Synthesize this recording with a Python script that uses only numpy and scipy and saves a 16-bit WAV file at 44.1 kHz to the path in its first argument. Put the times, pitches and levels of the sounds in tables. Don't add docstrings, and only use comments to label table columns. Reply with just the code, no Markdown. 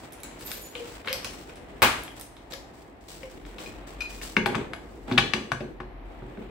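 import sys
import numpy as np
from scipy import signal
from scipy.fft import rfft, irfft
from scipy.io import wavfile

SR = 44100
rng = np.random.default_rng(int(sys.argv[2]) if len(sys.argv) > 2 else 0)


def int16_out(signal):
    q = np.round(np.clip(np.atleast_2d(signal).T, -1, 1) * 32767)
    wavfile.write(sys.argv[1], SR, q.astype(np.int16))


N = 286650

# (time [s], level [dB], strongest pitch [Hz], treble [dB], bench thud [dB],
# left over right [dB], free ring [dB], strongest ring pitch [Hz])
JAW_CONTACTS = [(4.3664, -8.5, 2000, -41, -21.5, 2, -44.5, 6590),
                (4.459, -10.5, 1520, -19.5, -21.5, 4, -60, 4120),
                (4.5471, -20.5, 1300, -29, -30.5, 10.5, -68, 4950),
                (4.5526, -19.5, 1670, -12.5, -25, 2, -58, 4950),
                (4.7339, -24, 1650, -13, -48, 2, -52, 11300), (5.0814, -37, 1500, -14, -32, 3.0, -75, 3420),
                (5.1139, -21, 1550, -24, -21, 3, -65, 3420),
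                (5.1225, -26.5, 3500, -24, -29.5, 2.5, -70, 3420),
                (5.1759, -18, 1670, -19, -27, 11.5, -58.5, 6120),
                (5.179, -5, 3000, -27, -38, 1.5, -31.5, 3420), (5.1835, -9, 1590, -28, -28, 4.5, -39, 1713),
                (5.3355, -11.5, 2250, -12, -28.5, 5.5, -52, 8570),
                (5.5178, -14.5, 1470, -15.5, -29, 5.5, -53, 7585),
                (5.606, -34.5, 1500, -13, -30, 9, -63, 4120), (5.8022, -28, 1207, -28, -35.5, 2, -68, 4120),
                (6.2209, -43, 1230, -32, -37, -4, -85, 1713),
                (6.3728, -41, 1560, -38, -36.5, -1, -85, 1713)]
# (frequency [Hz], correlation [-1 to 1])
LEFT_RIGHT_LIKENESS = [(60, 0.9), (180, 0.97), (550, 0.41), (1650, 0.011), (4970, 0.002), (15000, -0.34)]


def from_db(db):
    return 10 ** (np.asarray(db) / 20)


def rms_one(x):
    return x / np.sqrt(np.mean(x ** 2) + 1e-20)


def in_time(rows, before=None):
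    times, *columns = np.transpose(rows)
    return [np.interp(np.arange(N) / SR, times, column, before, before) for column in columns]


def at_hz(points, hz):
    table = np.array(points)
    return np.interp(np.log(hz + 1), np.log(table[:, 0]), table[:, 1])


def colour(x, gain_db):
    size = x.shape[-1]
    hz = np.arange(size // 2 + 1) * SR / size
    return irfft(rfft(x) * from_db(gain_db(hz)), size)


def drift(rate):
    points = int(N / SR * rate) + 2
    return np.interp(np.arange(N) / SR * rate, np.arange(points), rng.standard_normal(points))


def stereo_noise(spectrum, source_gain=1):
    hz = np.arange(N // 2 + 1) * SR / N
    mid, side = rfft(rng.standard_normal((2, N)) * source_gain)
    alike = np.clip(at_hz(LEFT_RIGHT_LIKENESS, hz), -1, 1)
    both = np.sqrt(1 + alike) * mid + np.sqrt(1 - alike) * side * [[1], [-1]]
    return rms_one(irfft(both * from_db(at_hz(spectrum, hz)), N))


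def strike(modes, extra_db, spread_db, rise_s=0.00017):
    hz, level_db, t60 = np.transpose(modes)[:, :, None]
    t = np.arange(int(t60.max() * SR)) / SR
    chance = rng.standard_normal((len(modes), 2))
    mode_db = level_db + extra_db + spread_db * chance[:, :1]
    signs = np.sign(chance[:, 1:])
    rings = np.sin(2 * np.pi * hz * t) * signs * from_db(mode_db - 60 * t / t60)
    blow = rings.sum(axis=0) * (1 - np.exp(-t / rise_s))
    return blow / np.abs(blow).max()


def burst(low_hz, high_hz, fall_s):
    noise = rng.standard_normal(4096) * np.exp(-np.arange(4096) / SR / fall_s)
    band_filter = signal.butter(2, [low_hz, high_hz], "band", fs=SR, output="sos")
    band = signal.sosfilt(band_filter, noise)
    return band / np.abs(band).max()


def swell(s, rise_s, hold_s, fall_db_per_s):
    out, at, t = np.zeros(N + SR), round(s * SR), np.arange(SR) / SR
    fade = from_db(-fall_db_per_s * np.maximum(t - hold_s, 0))
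    out[at:at + SR] = np.clip(t / rise_s, 0, 1) * fade
    return out[:N]


def add(out, s, sound, pan_db=0):
    at = round(s * SR)
    out[:, at:at + len(sound)] += from_db([[pan_db / 2], [-pan_db / 2]]) * sound[:N - at]


def clanks():
    # (frequency [Hz], level [dB])
    rack_modes = [(660, 2.5), (890, 0.5), (1150, 1.5), (1340, -4), (1490, -0.5), (1680, 0.5), (1850, -4),
                  (2070, -2.5), (2250, -2), (2430, -3.5), (2680, 2), (2950, 2), (3400, 0.5), (3700, -3),
                  (4100, -3.5), (4500, -3), (4870, -7.5), (5650, -11), (6070, -1), (6900, -14.5),
                  (7900, -2), (9000, -21), (10200, -12), (11300, -11)]
    # (frequency [Hz], level [dB], decay time t60 [s])
    bench_modes = [(137.8, 0.5, 0.11), (176, -5.5, 0.13), (212.7, -4.5, 0.1), (251.5, -4, 0.064),
                   (308, -8, 0.043), (368, -4, 0.1), (405, -6, 0.089), (487, -10, 0.062), (589, -10, 0.063),
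                   (685, -4, 0.068), (807, -5.5, 0.1), (939, -14, 0.099)]
    # (frequency [Hz], level [dB], decay time t60 [s])
    jaw_modes = [(809, 13.5, 0.3), (1713, -8.5, 0.45), (3400, -4, .3), (4150, 9, 0.22), (4900, -6, .18),
                 (6170, -8, .2), (6440, 0, 0.25), (7585, -8, 0.27), (8510, -2, 0.28), (10600, -10, .08),
                 (11100, 3, 0.09)]
    rack_t60_s = 0.02
    focus_per_treble = 0.53
    ring_focus_db = 21

    out, hz = np.zeros((2, N)), np.array(rack_modes)[:, :1]
    damped_modes = np.hstack([rack_modes, np.full_like(hz, rack_t60_s)])
    twins = np.array(jaw_modes) * [1.006, 1, 1] - [0, 5, 0]
    pairs = np.vstack([jaw_modes, twins])
    for s, db, centre_hz, treble_db, thud_db, pan_db, ring_db, ring_hz in JAW_CONTACTS:
        octaves_off = np.abs(np.log2(hz / centre_hz))
        emphasis_db = np.where(hz > 5000, treble_db + 1, focus_per_treble * treble_db * octaves_off)
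        clank = strike(damped_modes, emphasis_db, spread_db=1.5, rise_s=0.00027)
        add(out, s, from_db(db - 0.58) * clank, pan_db)

        crack = burst(3400, 7800, fall_s=0.0021)
        add(out, s, from_db(db + treble_db + 0.5) * crack, pan_db)
        chatter = burst(centre_hz / 2.14, centre_hz * 1.73, fall_s=0.01)
        add(out, s, from_db(db - 11) * chatter, pan_db)

        thud = strike(bench_modes, 0, spread_db=6.5, rise_s=0.0078)
        add(out, s, from_db(thud_db + 4) * thud)
        near_db = -ring_focus_db * np.sqrt(np.abs(np.log2(pairs[:, :1] / ring_hz)))
        add(out, s, from_db(ring_db + 4) * strike(pairs, near_db, spread_db=1.5), 3)
    return out


def knock():
    # (time [s], level [dB])
    knock_times = [(1.82, -1.5)]
    # (frequency [Hz], level [dB])
    knock_spectrum = [(60, -8), (200, -9.5), (500, -5), (950, -2), (1400, 0), (2000, -4.5), (2450, -3),
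                      (3500, -10), (6000, -19), (8100, -18), (11000, -22.5), (16000, -17.5)]

    log_gain = at_hz(knock_spectrum, np.arange(2049) * SR / 4096) * np.log(10) / 20
    cepstrum = irfft(log_gain)
    cepstrum[1:2048] *= 2
    cepstrum[2049:] = 0
    pulse = irfft(np.exp(rfft(cepstrum)))
    out = np.zeros((2, N))
    for s, db in knock_times:
        add(out, s, from_db(db) * pulse / np.abs(pulse).max())
    return out


def handle():
    # (time [s], level [dB], brightness [dB per octave])
    handle_taps = [(3.660, -37, -0.5), (4.006, -26.5, -4.5), (4.018, -29.5, -1), (4.054, -37.5, -7)]
    # (frequency [Hz], level [dB], decay time t60 [s])
    handle_modes = [(1410, -9.5, .04), (2452, -1, 0.16), (2477, 1.5, 0.12), (2670, -14.5, .15),
                    (2970, -8, .08), (4090, -6, 0.12), (4800, -15, .08), (4970, -24, 0.27),
                    (5850, -10, 0.13), (7260, -13, 0.11), (8530, -22, .08), (10300, -22, .05),
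                    (11740, -22, .18), (14800, -22, .14)]

    out, octaves = np.zeros((2, N)), np.log2(np.array(handle_modes)[:, :1] / 2460)
    for s, db, bright_db in handle_taps:
        ring = strike(handle_modes, bright_db * octaves, spread_db=-0.5, rise_s=0.00074)
        add(out, s, from_db(db) * ring, 3)
        add(out, s, from_db(db - 4.0) * burst(1100, 5300, fall_s=0.0048), 3)
    return out


def ticks():
    # (time [s], level [dB], brightness [0 pop, 1 click, 2 snap], left over right [dB])
    tick_times = [(0.1235, -29.5, 2.46, -1.5), (0.1325, -29, 2.35, -6), (0.203, -34, 2.35, -5),
                  (0.2338, -21.5, 1.84, -4), (0.409, -26, 1.5, 4), (0.4527, -35, 1.6, -2.5),
                  (0.473, -26.5, 2.2, -7), (0.5108, -30, 1.95, -3), (0.5163, -16, 1.59, 6),
                  (0.7524, -26.5, 0.05, -2), (1.0474, -33.5, 0.05, -2), (1.074, -22, 0.05, 2),
                  (1.0835, -19.5, 0.05, 0), (1.094, -25, 0.52, 1), (1.1023, -27, 0.44, 3.5),
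                  (1.115, -28, 0.6, 2), (1.1287, -13, 1.27, 1), (1.246, -17, 1.18, -7),
                  (1.4945, -38.5, 0.26, -2), (1.5575, -35.5, 1.36, -2), (2.0357, -30, 1.95, -9),
                  (2.0787, -32.5, 0.05, -4), (2.1978, -30, 1.95, -2), (2.2115, -24, 2.16, -1.5),
                  (2.2496, -45, 2.04, 0), (2.1684, -37, 2.2, 8), (2.367, -37.5, 0.62, -6),
                  (2.5224, -26.5, 1.04, -1), (2.5333, -31, 1.1, 14), (2.5369, -28, 1.3, 17.5),
                  (3.2322, -33.5, 0.05, 9), (3.451, -42.5, 0.05, 5), (3.5837, -28, 0.54, 2),
                  (4.2148, -26, 0.38, -2), (4.466, -24, 1.6, -6)]
    # (low edge [Hz], high edge [Hz], fall to 1/e [s], level [dB])
    tick_parts = [(1310, 3080, 0.0029, 0.5), (2900, 5760, 0.00067, -3), (6300, 13000, 0.00034, 0)]
    slope_db = 10.5

    out = np.zeros((2, N))
    for s, db, brightness, pan_db in tick_times:
        for k, (low_hz, high_hz, fall_s, part_db) in enumerate(tick_parts):
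            share_db = part_db - slope_db * abs(k - brightness)
            add(out, s, from_db(db + share_db) * burst(low_hz, high_hz, fall_s), pan_db)
    return out


def boot():
    # (time [s], level [dB], pitch [Hz])
    boot_bumps = [(0.753, -39.5, 491), (0.8, -35, 472), (.869, -46, 475), (1.074, -39, 510.5),
                  (1.104, -37, 513.4), (1.128, -40, 564), (2.523, -44.5, 492), (2.534, -48, 550),
                  (3.231, -39.5, 521)]
    t60_s = 0.13

    out = np.zeros((2, N))
    for s, db, hz in boot_bumps:
        add(out, s, from_db(db) * strike([(hz, 0, t60_s)], 0, 0, rise_s=0.0033))
    return out


def clamp():
    # (time [s], level [dB], brightness [dB per octave])
    rub_curve = [(0.43, -78, -2), (0.464, -55.5, 8), (0.532, -62, 25), (0.59, -61, 10), (0.63, -55, -1),
                 (0.74, -75, -2), (0.8, -90, -2)]
    # (frequency [Hz], level [dB])
    clamp_modes = [(4240, -14), (6923, -2), (8850, -10), (9970, -7), (12000, -16), (13210, 1),
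                   (15200, -10.5)]

    rub_db, bright_db = in_time(rub_curve, before=-120)
    out = np.zeros(N)
    for hz, db in clamp_modes:
        phase = 2 * np.pi * hz * np.arange(N) / SR + 1.0 * drift(45)
        tone = np.sqrt(2) * np.sin(phase)
        tilt_db = np.maximum(bright_db, -30) * np.clip(np.log2(hz / 9500), -.5, .5)
        out += tone * from_db(db + rub_db + tilt_db + 6 * drift(45))
    return out * np.ones((2, 1))


def handling():
    # (time [s], glove hiss [dB], rubber scuff [dB], bench rumble [dB])
    hand_curve = [(0.0, -49, -48.5, -56), (0.25, -73, -47, -55), (0.6, -51, -50, -49.5),
                  (1.02, -69, -49.5, -56), (1.4, -53, -49.5, -51.5), (1.65, -64, -51, -51.5),
                  (2.0, -62, -53, -53), (2.3, -69, -61, -64), (2.8, -71, -88, -53.5), (3.08, -81, -69, -57),
                  (3.22, -62.5, -53, -48), (3.7, -69, -52.5, -51.5), (4.1, -83, -49.5, -54.5),
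                  (4.35, -89, -58.5, -49.5), (4.9, -61.5, -65, -49), (5.45, -62.5, -56.5, -46),
                  (5.9, -89.5, -72, -55), (6.5, -76.5, -51.5, -47)]
    # (time [s], hiss [dB], scuff [dB], length [s])
    slides = [(0.12, -62, -78, 0.24), (0.388, -49.5, -61, 0.039), (0.458, -48, -55, 0.078),
              (0.763, -52.5, -54, 0.13), (0.867, -52, -58, 0.075), (1.052, -55, -45, 0.14),
              (1.24, -45.5, -48.5, 0.021), (1.96, -54, -49, 0.089), (2.154, -51, -50.5, 0.027),
              (2.501, -51, -47.5, 0.017), (2.732, -63.5, -80, 0.084), (3.004, -62.5, -76, 0.052),
              (3.079, -45.5, -54.5, 0.057), (3.292, -59, -73, 0.018), (3.453, -55.5, -53, 0.025),
              (3.586, -48.5, -48.5, 0.078), (3.866, -48.5, -51, 0.019), (4.085, -47.5, -59, 0.09),
              (4.216, -38, -47, 0.035), (4.492, -73, -36.5, 0.086), (5.07, -56, -38.5, 0.054),
              (5.33, -68, -40, 0.03), (5.597, -80, -48, 0.036), (6.05, -71, -61, 0.4)]
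    # (frequency [Hz], level per Hz [dB])
    hiss_spectrum = [(1760, -14), (3000, -9), (4540, -7.5), (6570, -11.5), (7940, -5.5), (9140, -14.5),
                     (14400, -20), (16000, -10.5)]
    scuff_spectrum = [(600, 10), (1200, 4.5), (2500, 2), (4000, -7.5), (7000, -55)]
    rumble_spectrum = [(60, 3), (120, -1), (300, 8.5), (500, 5.5), (900, -40.5)]
    slide_rise_s, slide_fall_db_per_s = 0.0084, 135
    shake_db, shake_rise_s, shake_fall_db_per_s = -12, 0.019, 85

    hiss, scuff, rumble = from_db(in_time(hand_curve))
    for s, hiss_db, scuff_db, length_s in slides:
        shape = swell(s, slide_rise_s, length_s, slide_fall_db_per_s)
        hiss = hiss + from_db(hiss_db) * shape
        scuff = scuff + from_db(scuff_db) * shape
    for s, _, _, _, thud_db, *_ in JAW_CONTACTS:
        shake = swell(s, shake_rise_s, shake_rise_s, shake_fall_db_per_s)
        rumble = np.hypot(rumble, from_db(thud_db + shake_db) * shake)
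    grains = from_db(2.1 * drift(300) + 1.5 * drift(40))
    rubbing = hiss * stereo_noise(hiss_spectrum, grains) + scuff * stereo_noise(scuff_spectrum, grains)
    return rubbing + rumble * from_db(2.9 * drift(25)) * stereo_noise(rumble_spectrum)


def drone():
    # (frequency [Hz], level per Hz [dB])
    drone_spectrum = [(15, -28.5), (25, -2), (54, 3), (208, -10), (291, 0.5), (463, -11), (700, -4),
                      (1440, -17.5), (1870, -15.5), (2480, -21.5), (3850, -30.5), (8150, -54.5),
                      (9270, -50.5), (12000, -40), (15600, -89), (22000, -120)]
    # (time [s], level [dB])
    fan_curve = [(0.0, -59), (1.2, -55.5), (1.5, -57), (1.8, -49), (2.2, -57), (2.9, -62), (3.3, -46.5),
                 (4.0, -46.5), (4.7, -55.5), (5.2, -43), (5.4, -56), (5.75, -46.5), (6.5, -46.5)]
    drone_db, fan_hz, width_hz = -49, 46.7, 5.5

    throb_spectrum = [(fan_hz - 3 * width_hz, -40), (fan_hz - width_hz, -3), (fan_hz, 0),
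                      (fan_hz + width_hz, -3), (fan_hz + 4 * width_hz, -30), (400, -90)]
    noise = from_db(drone_db + 2.9 * drift(3.39)) * stereo_noise(drone_spectrum)
    throb = from_db(in_time(fan_curve)[0]) * stereo_noise(throb_spectrum)
    return noise + throb


def bench_top(x, level_db):
    sparse = rng.standard_normal((2, 300)) * (rng.random((2, 300)) < .06)
    echoes = sparse * np.exp(-np.arange(300) / 183.0)
    echoes = echoes / np.sqrt((echoes ** 2).sum(axis=1, keepdims=True))
    treble = signal.sosfilt(signal.butter(1, 900, "high", fs=SR, output="sos"), x)
    return x + from_db(level_db) * signal.fftconvolve(treble, echoes, axes=1)[:, :N]


def walls(x):
    # (delay [s], level [dB])
    wall_echoes = [(.0075, -1.5), (.0105, -7.5), (.0155, -4), (.027, -6.5), (.0295, -6.5)]
    out = np.zeros((2, N))
    for k, (delay_s, db) in enumerate(wall_echoes):
        add(out, delay_s, (-1) ** (k + 1) * from_db(db) * x.mean(axis=0), 4 * (-1) ** k)
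    return out


def shop(x, build_s=0.0024):
    # (frequency [Hz], decay time t60 [s])
    shop_decay = [(100, 0.56), (420, 0.39), (1100, 0.43), (2900, 0.43), (7700, 0.44), (15000, 0.22)]
    t, tail = np.arange(SR * 3 // 4) / SR, 0
    for low in 44 * 2. ** np.arange(9):
        band = signal.butter(2, [low, min(2 * low, 20000)], "band", fs=SR, output="sos")
        common, own = rng.standard_normal(len(t)), rng.standard_normal((2, len(t)))
        alike = np.clip(at_hz(LEFT_RIGHT_LIKENESS, 1.04 * low), 0, 1)
        noise = signal.sosfilt(band, np.sqrt(alike) * common + np.sqrt(1 - alike) * own)
        tail = tail + noise * from_db(-60 * t / at_hz(shop_decay, np.sqrt(2) * low))
    tail = tail * (1 - np.exp(-(t / build_s) ** 2))
    tail = tail / np.sqrt((tail ** 2).sum() / 2)
    return signal.fftconvolve(x.mean(axis=0)[None], tail, axes=1)[:, :N]


def scene():
    small = ticks()
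    tones = boot() + clamp() + handle()
    steel, blow = clanks(), knock()
    to_shop = from_db(1.0) * small + from_db(-1.5) * tones + from_db(-3.5) * steel + from_db(13.5) * blow
    wet = shop(to_shop)
    early = walls(blow + from_db(-14.5) * (steel + small))
    near = bench_top(small + tones + steel + blow + early, level_db=-2)
    return near + wet + handling() + drone()


def record(dry):
    # (frequency [Hz], level [dB])
    side_balance = [(60, 1), (150, 1.5), (380, 0), (950, 0.5), (2380, 1), (5980, 6), (15000, -8.5)]
    left = colour(dry[0], lambda hz: at_hz(side_balance, hz) / 2)
    right = colour(dry[1], lambda hz: -at_hz(side_balance, hz) / 2)
    bass_cut = signal.butter(6, 36, "high", fs=SR, output="sos")
    top_cut = signal.cheby2(20, 60, 16100, fs=SR, output="sos")
    sides = signal.sosfilt(bass_cut, np.array([left, right]))
    return signal.sosfilt(top_cut, np.clip(sides, -1, 1))


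dry = scene()
out = record(dry)
int16_out(out)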